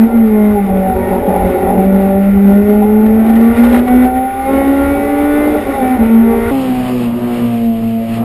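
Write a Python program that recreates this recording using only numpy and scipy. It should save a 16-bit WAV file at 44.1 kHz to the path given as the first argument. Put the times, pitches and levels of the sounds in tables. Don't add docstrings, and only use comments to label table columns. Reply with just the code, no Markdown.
import sys
import numpy as np
from scipy import signal
from scipy.fft import rfft, irfft, next_fast_len
from scipy.io import wavfile
from scipy.ndimage import uniform_filter1d, map_coordinates

SR = 44100
rng = np.random.default_rng(int(sys.argv[2]) if len(sys.argv) > 2 else 0)


def to_wav(s):
    ch = np.atleast_2d(s).T
    pcm = np.round(np.clip(ch, -1, 1) * 32767)
    wavfile.write(sys.argv[1], SR, pcm.astype(np.int16))


def attenuation_scalar(level_db):
    decades = np.asarray(level_db, float) / 20
    return 10 ** decades


N = 363384
TIME = np.arange(N) / SR
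STEP = 64


# start_s,
# end_s, order, level_db
FLARES = [(0.5, 0.492, 2.5, -22), (0.935, 1.209, 5, -31), (1.6, 1.8, 4.5, -27.5), (3, 3.097, 7, -47.5),
          (3.584, 3.832, 2.25, -24), (3.85, 4.12, 6, -39.5), (4.049, 4.46, 5.5, -38.5),
          (4.448, 4.736, 4, -31), (4.5, 4.927, 1.25, -27), (5, 5.043, 5, -28), (4.922, 5.288, 2.75, -23),
          (5, 5.586, 1.5, -23), (5.5, 5.5, 5, -25), (4.903, 5.397, 7, -44.5), (6.204, 6.527, 1.75, -20),
          (6.248, 6.394, 5, -34), (6.197, 6.503, 6, -39.5), (3, 3.402, 3, -31), (6.5, 6.8, 1.5, -33),
          (6.5, 8.1, .5, -46), (8, 8.042, 4, -42), (2.705, 3.105, 4, -28), (6, 6.558, 4, -32.5),
          (-.05, .2, 2, -24), (6, 5.92, 1.5, -25.5), (5.632, 5.893, 2, -23.5), (6.5, 6.945, 3, -27),
          (7.25, 7.7, 3, -34), (7, 7.697, 2.5, -36), (7.5, 8.25, 3, -29), (.9, 1.22, 1.25, -27),
          (1.9, 1.87, 1.25, -22.5), (.63, .82, 2.25, -25.5), (.87, 1.02, 2.25, -23), (1.4, 1.82, 2.25, -24),
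          (1.2, 1.43, 4.5, -24), (1.19, 1.3, 3.25, -23), (1.7, 1.7, 2.5, -25), (5, 5.1, 1.5, -28),
          (6.77, 6.94, 2.5, -31), (7, 7.17, 3, -36), (7.78, 8.02, 3, -37), (6.5, 6.63, 3, -33),
          (7.98, 8.17, 2.5, -33), (6.83, 7, 4.5, -40), (8.5, 8.03, 5, -43), (7, 7.4, 4.5, -43),
          (3.5, 3.6, 4, -31), (4.5, 4.08, 4, -34), (3.4, 3.6, 5, -36),
          (0.206, 0.619, 2, -16.5), (0.66, 0.97, 4, -21.5), (.33, .6, 3, -25), (0.278, 0.54, 4, -32),
         (0.68, .9, 3, -19.5), (.93, 1.1, 3, -19.5), (1.1, 1.4, 3, -21), (0.914, 1.23, 2, -19.5),
         (1.42, 1.738, 3, -21), (1.443, 1.694, 2, -21), (1.68, 1.87, 4, -20.5), (1.692, 2.331, 3, -20),
         (1.878, 2.218, 2, -18.5), (1.973, 2.208, 4, -24.5), (2.294, 2.546, 2, -19),
         (2.45, 2.848, 3, -22.5), (2.546, 3.06, 2, -14.5), (3, 3.22, 2, -18), (.53, .63, 4, -17),
         (3.371, 3.644, 2, -20.5), (3.856, 3.978, 3, -17), (4.018, 4.31, 3, -15), (4.26, 4.533, 3, -18.5),
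         (3.863, 4.08, 2, -22.5), (4.05, 4.28, 2, -27), (1.52, 1.58, 2, -14), (1.6, 1.68, 2, -15),
         (1.68, 1.84, 2, -20.5), (1.41, 1.52, 3, -16.5), (7.334, 7.47, 2, -34), (7.13, 7.328, 1.5, -26),
         (4.448, 4.793, 2, -18), (4.765, 5.524, 2, -19.5), (4.5, 5.004, 3, -27), (5.516, 5.632, 2, -17.5),
         (5.722, 6, 3, -18), (6.005, 6.201, 2, -22), (6.236, 6.546, 2, -18), (6.256, 6.547, 3, -31),
         (6.452, 6.69, 2, -27), (6.866, 7.065, 1.5, -24), (7.134, 7.464, 1.5, -27.5),
         (7.514, 8.06, 2, -30.5), (8.102, 8.3, .5, -24),
          (0.278, 0.543, 10, -39.5), (0.304, .56, 5, -37), (0.056, 0.202, 6, -33.5), (0.071, .2, 9, -40),
            (0.933, 1.12, 10, -38), (.95, 1.14, 12, -41), (3.4, 3.623, 6, -36.5), (3.85, 4.096, 9, -36.5),
            (3.85, 3.9, 10, -49.5), (4.97, 5.5, 4, -37.5), (4.8, 5.08, 8, -37.5), (5.26, 5.5, 6, -37.5),
            (4.4, 4.57, 8, -37), (4.45, 4.4, 5, -36.5), (4.7, 5.05, 7, -39.5), (4.76, 5.03, 5, -30),
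            (4.5, 4.75, 11, -48), (5.44, 5.58, 7, -37), (5.62, 5.78, 4, -33), (5.0, 5.3, 7, -38),
            (3.85, 4.08, 8, -39), (2.1, 2.4, 7, -41.5), (2.3, 2.9, 10, -43.5), (4.3, 4.5, 4.5, -39),
            (5.15, 5.45, 8, -42)]
# centre_s, half_length_s, depth_db
STUMBLES = [(.1, 0.06, 14.5), (.58, .04, 6), (.68, 0.026, 7), (.93, .03, 14), (1.24, .04, 37),
            (1.42, .03, 2.5), (1.59, .04, 11), (3.555, 0.04, 14.5), (4.11, 0.065, 7), (4.34, .05, 9),
            (3.86, 0.056, 9), (4.44, 0.06, 12), (5, 0.24, 5), (5.64, .06, 15), (5.77, 0.07, 26),
            (5.98, 0.018, 7.5), (7.19, 0.044, 8), (7.8, .04, 5.5), (2.63, 0.068, 6.5), (6.08, 0.023, 2.5),
            (.3, .05, 6.5), (8.07, 0.13, 4.5)]
# centre_s, half_length_s, depth_db
SLIPS = [
    (5.62, .16, 11.5),
    (4.2, .15, 4.5),
]
# time_s, break_up_factor
RAGGED = [
    (0, 1),
    (.6, 1),
    (1, 1.8),
    (1.7, 1.8),
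    (1.9, 1),
    (6.5, 1),
    (6.52, 1.05),
    (8.24, 1.05),
]


def engine_orders(t, turn, firing_hz, boom_db, shake_db, buzz_db, side_db, tone,
                  cabin, buzz, rest_db, whole_db, half_db):
    slow, quick = t[::STEP], t[::4]
    curves = (firing_hz, boom_db, shake_db, buzz_db, side_db, tone)
    firing_hz, boom_db, shake_db, buzz_db, side_db, tone = (c[::STEP] for c in curves)
    stumble_db = tents(STUMBLES, slow)
    boom_db = boom_db - stumble_db
    slack_db = 0.92 * stumble_db
    slip_db = tents(SLIPS, slow)
    ragged = curve(RAGGED, slow)
    panels = shaped(buzz)
    line_share = np.sqrt(tone * firing_hz / 4 / np.sum(panels(np.arange(500, 6000)) ** 2))
    orders = np.zeros(len(quick))
    for order in np.arange(1, 64) / 4:
        order_hz = order * firing_hz
        drift_db = 3.2 * wobble(9, slow)
        flutter_db = 1.5 * wobble(24, slow)
        break_db = 2 * ragged * wobble(17, slow)
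        scatter = (.1 + .024 * order) * wobble(20, slow)
        phase = np.interp(quick, slow, scatter) + rng.uniform(0, 2 * np.pi)
        if order in (1, 2):
            phase += np.pi / 2 - (order - 1) * .7 - phase.mean()

        if order == 1:
            gain = attenuation_scalar(boom_db + flutter_db)
        elif order in rest_db:
            gain = attenuation_scalar(rest_db[order] + 0.32 * shake_db + 1.06 * drift_db - .5 * slack_db - slip_db)
        else:
            kind_db = whole_db if order % 1 == 0 else half_db if order % .5 == 0 else 0
            under_db = -2 * (order < 1)
            in_cabin = attenuation_scalar(side_db - .4 * slack_db + under_db) * cabin_gain(cabin, order_hz)
            in_panels = attenuation_scalar(buzz_db - 2 - slack_db) * line_share * panels(order_hz) * timing_blur(order_hz)
            gain = attenuation_scalar(kind_db + drift_db) * np.hypot(in_cabin, in_panels)

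        for start, end, which, db in FLARES:
            if abs(which - order) < .125:
                during = (slow > start) & (slow < end)
                mean_db = np.sum(break_db * during) / (np.sum(during) + 1)
                swell = np.clip(np.minimum(slow - start, end - slow) / 0.041, 0, 1)
                gain = np.hypot(gain, attenuation_scalar(db + break_db - mean_db) * swell)
        gain = gain * attenuation_scalar(1.6 * (ragged - 1) * flutter_db)
        orders += np.sqrt(2) * np.interp(quick, slow, gain) * np.sin(order * turn[::4] + phase)
    return signal.resample_poly(orders, 4, 1)[:len(t)]


def timing_blur(f):
    return 1 / np.sqrt(1 + (f / 2700) ** 4)


def cabin_gain(cabin, f):
    power = 0
    for hz, width_hz, db in cabin:
        detuning = (f * f - hz * hz) / (f * width_hz + 1)
        power = power + attenuation_scalar(2 * db) / (1 + detuning ** 2) ** 2
    return np.sqrt(power)


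def intake_roar(on, roar_db, pulse, firing_hz, cabin):
    t = TIME[on]
    roar = noise(lambda f: cabin_gain(cabin, f), patchy_db=1.6)
    deep = filtered(roar, lambda f: 1 / (1 + (f / 240) ** 8))
    thin = np.clip((firing_hz - 258) / 70, 0, .7)
    thin = thin + np.clip(.6 * (curve(RAGGED, t) - 1), 0, .6)
    level = attenuation_scalar(roar_db + 0.99 * wobble(8.1, t) + 1.4 * wobble(14, t))
    return level * pulse * (roar[on] - thin * deep[on])


def panel_buzz(on, buzz_db, pulse, tone, buzz):
    hiss = noise(shaped(buzz), patchy_db=1.7)
    toned = filtered(hiss, lambda f: timing_blur(f) ** 2)
    hiss = hiss[on] - (1 - np.sqrt(1 - tone)) * toned[on]
    return attenuation_scalar(buzz_db - 2 + 1.1 * wobble(18, TIME[on])) * pulse * hiss


# centre_s, half_length_s, level_db
RATTLE = [
    (.1, .15, -48),
    (3.277, 0.47, -37),
    (3.585, 0.048, -25.5),
    (3.645, 0.035, -26.5),
    (3.76, 0.034, -24),
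    (3.364, .03, -33),
    (3.882, 0.032, -28.5),
    (4.033, 0.091, -39),
]
# time_s, peak_db
KNOCKS = [(0.1697, -30.5), (0.458, -33.5), (1.266, -33), (1.4544, -38.5), (1.8457, -34), (2.0173, -32),
          (2.8285, -33.5), (3.0111, -34), (3.061, -28), (3.14, -34), (3.1956, -33.5), (3.2605, -30),
          (3.2919, -27), (3.3328, -31), (3.3542, -26.5), (3.5636, -27), (3.5813, -27), (3.6344, -25),
          (3.6466, -22.5), (3.6645, -25), (3.6923, -26), (3.7095, -27.5), (3.7259, -21.5), (3.7424, -21),
          (3.7576, -22.5), (3.7744, -24.5), (3.7894, -24.5), (3.8768, -28), (4.0194, -29.5), (4.046, -27)]
# freq_hz, level_db
KNOCK_COLOUR = [(300, -30), (700, 15), (1500, 13.5), (2500, 9), (3800, 4), (4500, -6), (6000, -7),
                (7000, -59.5)]


def rattle():
    knocks = (rng.random(N) < 220 / SR) * rng.uniform(.3, 1, N)
    tick = rng.standard_normal(240) * attenuation_scalar(-np.arange(240) / 9)
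    burst = np.convolve(knocks, tick)[:N]
    level = attenuation_scalar(-55.5) + tents([(s, half, attenuation_scalar(db)) for s, half, db in RATTLE], TIME)
    single = np.zeros(N)
    ring_s = np.arange(1200) / SR
    for s, db in KNOCKS:
        decay = attenuation_scalar(db - 1 - 60 * ring_s / .06)
        onset = 1 - np.exp(-ring_s / .0015)
        single[round(s * SR):][:len(ring_s)] += decay * onset * rng.standard_normal(len(ring_s))
    return level * unit(filtered(burst, shaped(FIRST_BUZZ))) + filtered(single, shaped(KNOCK_COLOUR))


# time_s, level_db
TARMAC = [
    (0, -2),
    (1.2, 6),
    (2.3, 3),
    (3.3, 1.5),
    (4.3, -2.5),
    (5.4, -1.5),
    (6.1, 1),
    (6.7, 1.5),
    (7.3, -3),
    (8.24, -2),
]
# time_s, level_over_rumble_db
BUMPS = [(.11, 5.5), (.5, 7), (.9, 9), (1.2, -0.5), (1.45, 9), (1.6, 2.5), (1.75, 11), (2.34, 14),
         (2.66, 8.5), (2.93, 6), (3.12, 10.5), (3.55, 8), (3.76, -2.5), (4.04, 6.5), (4.55, 5.5), (4.9, 19),
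         (5.07, 6), (5.35, 5.5), (5.75, 1), (6.019, 10.5), (6.239, 9.5), (6.459, 11.5), (6.82, 9),
         (7.39, 6), (7.83, 3), (8.12, 6)]


def road_rumble(on, road_db, road):
    t = TIME[on]
    bumps_db = tents([(s, .09, db) for s, db in BUMPS], t)
    level = attenuation_scalar(road_db + curve(TARMAC, t) + bumps_db - 1)
    return level * noise(shaped(road), patchy_db=-2.5)[on]


def wheel_hop(t):
    hop_hz = 27 + 2 * wobble(8.3, t)
    return attenuation_scalar(-37.5 + 3.8 * wobble(5.4, t)) * np.sin(2 * np.pi * np.cumsum(hop_hz) / SR)


def wind(on, buzz):
    return attenuation_scalar(-47) * noise(shaped(buzz), patchy_db=.7)[on]


def unit(x):
    return x / np.sqrt(np.mean(x ** 2) + 1e-20)


def curve(rows, t):
    s, value = np.transpose(rows)
    return np.interp(t, s, value)


def tents(rows, t):
    return sum(height * np.clip(1 - abs(t - s) / half, 0, 1) for s, half, height in rows)


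def wobble(rate, t):
    return map_coordinates(rng.standard_normal(400), [t * rate])


def filtered(x, response):
    m = next_fast_len(N + 8192)
    return irfft(rfft(x, m) * response(np.fft.rfftfreq(m, 1 / SR)), m)[..., :N]


def noise(response, patchy_db):
    z = signal.stft(rng.standard_normal(N), nperseg=1024)[2]
    field = uniform_filter1d(rng.standard_normal(z.shape), size=5, axis=0)
    field = uniform_filter1d(field, size=5, axis=1)
    patchy = signal.istft(z * attenuation_scalar(patchy_db * unit(field)), nperseg=1024)[1][:N]
    return unit(filtered(patchy, response))


def shaped(points):
    hz, db = np.transpose(points)
    return lambda f: attenuation_scalar(np.interp(np.log(f + 1), np.log(hz + 1), db, -120, -120))


# centre_s, half_length_s, speed_change_hz
SURGES = [(0, 0.074, -5.5), (.55, 0.056, 3), (1.3, .12, 2.5), (1.9, .2, 1.5), (2.3, 0.1193, 1.5),
          (2.68, 0.15, 3), (3.65, 0.14, 1.5), (3.88, 0.13, 2.5), (4.44, 0.11, -1.5), (4.56, .15, 1.5),
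          (6.75, 0.058, -1), (7.75, 0.044, -1)]


def saloon(speed, throttle, intake, shake, rest_db, mix_db, cabin, buzz, road, whole_db, half_db, gate, tone):
    on = slice(round(speed[0][0] * SR), round(speed[-1][0] * SR))
    t = TIME[on]
    firing_hz = curve(speed, t) + tents(SURGES, t)
    turn = 2 * np.pi * np.cumsum(firing_hz) / SR
    pulse = 1 + gate * np.cos(turn) + gate * 0.41 * np.cos(turn / 4)
    shake_db, intake_db = curve(shake, t), curve(intake, t)
    buzz_db, road_db, roar_db, side_db = mix_db
    jolt_db = tents([(s, half, max(db + 29, 0)) for s, half, db in RATTLE], t)
    buzz_db = buzz_db + shake_db + jolt_db
    road_db = road_db + 0.21 * shake_db
    roar_db = roar_db + intake_db
    side_db = side_db + 0.28 * intake_db + 4.1 * wobble(5.1, t)
    tone = tone * np.clip((firing_hz - 150) / 150, .1, 1)
    tone = tone * attenuation_scalar(-2 * tents(SLIPS, t))

    sound = engine_orders(t, turn, firing_hz, curve(throttle, t), shake_db, buzz_db, side_db, tone,
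                          cabin, buzz, rest_db, whole_db, half_db)
    sound += intake_roar(on, roar_db, pulse, firing_hz, cabin)
    sound += panel_buzz(on, buzz_db, pulse, tone, buzz)
    sound += road_rumble(on, road_db, road)
    sound += wheel_hop(t)
    sound += wind(on, buzz)
    since_start = t - t[0] + .01 * (t[0] == 0)
    out = np.zeros(N)
    out[on] = sound * np.clip(np.minimum(since_start, t[-1] - t) / .0015, 0, 1)
    return out


# time_s, firing_hz
FIRST_SPEED = [(0, 226.7), (.15, 232), (.31, 213.8), (.51, 207.9), (.7, 191), (1.2, 186), (1.55, 183),
               (1.92, 192.3), (2.53, 199.6), (3.46, 229.8), (4.53, 270.5), (5.58, 300), (5.65, 276),
               (5.78, 272.6), (5.82, 256.2), (5.96, 254.7), (6.01, 224.7), (6.51, 233.3)]
# time_s, level_db
FIRST_THROTTLE = [(0, -5), (.18, -4.5), (.5, -8.5), (.7, -12), (0.999, -21.5), (1.65, -20.5), (1.919, -7),
                  (2.07, -11), (2.57, -4), (2.738, -9), (3.33, -6), (4.05, -7.5), (4.301, -21.5),
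                  (4.53, -11), (5.43, -11), (5.699, -15.5), (6.2, -4.5), (6.511, -22)]
# time_s, level_db
FIRST_INTAKE = [(0, -2), (.12, 6), (.25, -4), (.58, -3), (.7, 2), (1.45, 8.5), (1.75, 6), (2.05, 3.5),
                (2.75, -1), (3.3, 2.5), (3.6, 3.5), (4.06, 4), (4.11, -8), (4.38, -8), (4.5, 2.5),
                (5.15, 2), (5.55, 6), (6.3, 0)]
# time_s, level_db
FIRST_SHAKE = [(0, 0.5), (0.221, -3.5), (.45, -2), (0.621, -2.5), (1.45, 1.5), (2.1, -1), (2.5, -1.5),
               (2.7, 0), (3, -3), (3.5, 2), (3.7, 3.5), (3.85, 2), (4.05, 3.5), (4.13, -3.5), (4.33, -1),
               (4.48, 2.5), (5.151, 4), (5.369, 4.5), (5.68, 5.5), (6.25, 1.5), (6.508, 6.5)]
FIRST_REST_DB = {2: -31.5, 3: -34.5, 4: -39.5}
# buzz_db, road_db, roar_db, side_orders_db
FIRST_MIX_DB = (-30.5, -32, -22, -35)
# freq_hz, width_hz, level_db
FIRST_CABIN = [(63.5, 16, 3), (234, 69, 3.5), (398.7, 114, 0.5), (569, 124, -3.5), (785, 95, 0)]
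# freq_hz, level_db
FIRST_BUZZ = [(530, -29.5), (900, -9), (998, -10.5), (1120, -1), (1260, -6), (1440, 3.5), (1630, -13.5),
              (1800, -3), (2050, -2.5), (3150, -18.5), (3640, -16), (4100, -26), (6000, -27.5), (7800, -69),
              (13200, -120)]
# freq_hz, level_db
FIRST_ROAD = [(8.8, -36.5), (15, -9.5), (32, -3), (70, 3.5), (103, 2.5), (110, -12), (125, -26.5),
              (151, -25.5), (165, -25), (210, -30), (360, -120)]


def first_saloon():
    return saloon(FIRST_SPEED, FIRST_THROTTLE, FIRST_INTAKE, FIRST_SHAKE, FIRST_REST_DB, FIRST_MIX_DB,
                  FIRST_CABIN, FIRST_BUZZ, FIRST_ROAD, whole_db=7, half_db=1, gate=.25, tone=.72)


# time_s, firing_hz
SECOND_SPEED = [(6.51, 273.4), (6.71, 254.1), (6.95, 249), (7.09, 234), (7.21, 242.9), (7.59, 233.1),
                (7.75, 227.2), (8.07, 227.3), (8.24, 231.4)]
# time_s, level_db
SECOND_THROTTLE = [(6.51, -13.5), (6.82, -16.5), (7.11, -12.5), (7.3, -15.5), (7.48, -13.5), (7.6, -13.5),
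                   (7.99, -12.5), (8.24, -15.5)]
# time_s, level_db
SECOND_INTAKE = [(6.51, 0), (6.65, 3), (6.85, 3.5), (7.05, -1), (7.4, -0.5), (7.68, -11.5), (7.83, -2.5),
                 (7.95, -10.5), (8.24, 4)]
# time_s, level_db
SECOND_SHAKE = [(6.51, 2), (6.7, 2.5), (7.05, -0.5), (7.15, -7.5), (7.38, 1.5), (7.679, -7), (7.83, -4.5),
                (8.07, -7), (8.149, 1), (8.24, -5.5)]
SECOND_REST_DB = {2: -34.5, .5: -29, 1.5: -36}
# buzz_db, road_db, roar_db, side_orders_db
SECOND_MIX_DB = (-33, -34.5, -27.5, -38)
# freq_hz, width_hz, level_db
SECOND_CABIN = [(207, 130, 2.5), (335, 83, -15.5), (519, 484, -5.5), (690, 71, -7.5), (1190, 310, -16.5)]
# freq_hz, level_db
SECOND_BUZZ = [(530, -28), (900, -13), (1010, -13.5), (1300, -8.5), (1430, -19), (1540, -10), (2040, -4),
               (2870, -2.5), (3610, -12), (5080, -17), (6000, -25.5), (7800, -68), (13200, -120)]
# freq_hz, level_db
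SECOND_ROAD = [(8.8, -40), (15, -17), (43, -7), (65, -27.5), (81, -10), (88, -22), (100, -5), (130, -31),
               (220, -120)]


def second_saloon():
    return saloon(SECOND_SPEED, SECOND_THROTTLE, SECOND_INTAKE, SECOND_SHAKE, SECOND_REST_DB, SECOND_MIX_DB,
                  SECOND_CABIN, SECOND_BUZZ, SECOND_ROAD, whole_db=5.5, half_db=5.5, gate=.2, tone=.1)


def scene():
    mono = first_saloon() + second_saloon() + rattle()
    lean = attenuation_scalar(-39) * wobble(44, TIME)
    return mono * (1 + np.array([lean, -lean]))


def top_cut(x):
    return signal.sosfilt(signal.butter(12, 15040, fs=SR, output="sos"), x)


def record(dry):
    sampled = signal.resample_poly(dry, 40, 147, axis=1)
    held = np.repeat(sampled, 4, axis=1)
    held = signal.resample_poly(held, 147, 160, axis=1)

    def response(f):
        band = (f < 15050) / np.sqrt(1 + (f / 14500) ** 4)
        notch = 1 - .7 / (1 + ((f - 6000) / 130) ** 2)
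        return band * notch

    clipped = np.clip(filtered(held, response), -.995, .995)
    return top_cut(clipped)


dry = scene()
out = record(dry)
to_wav(out)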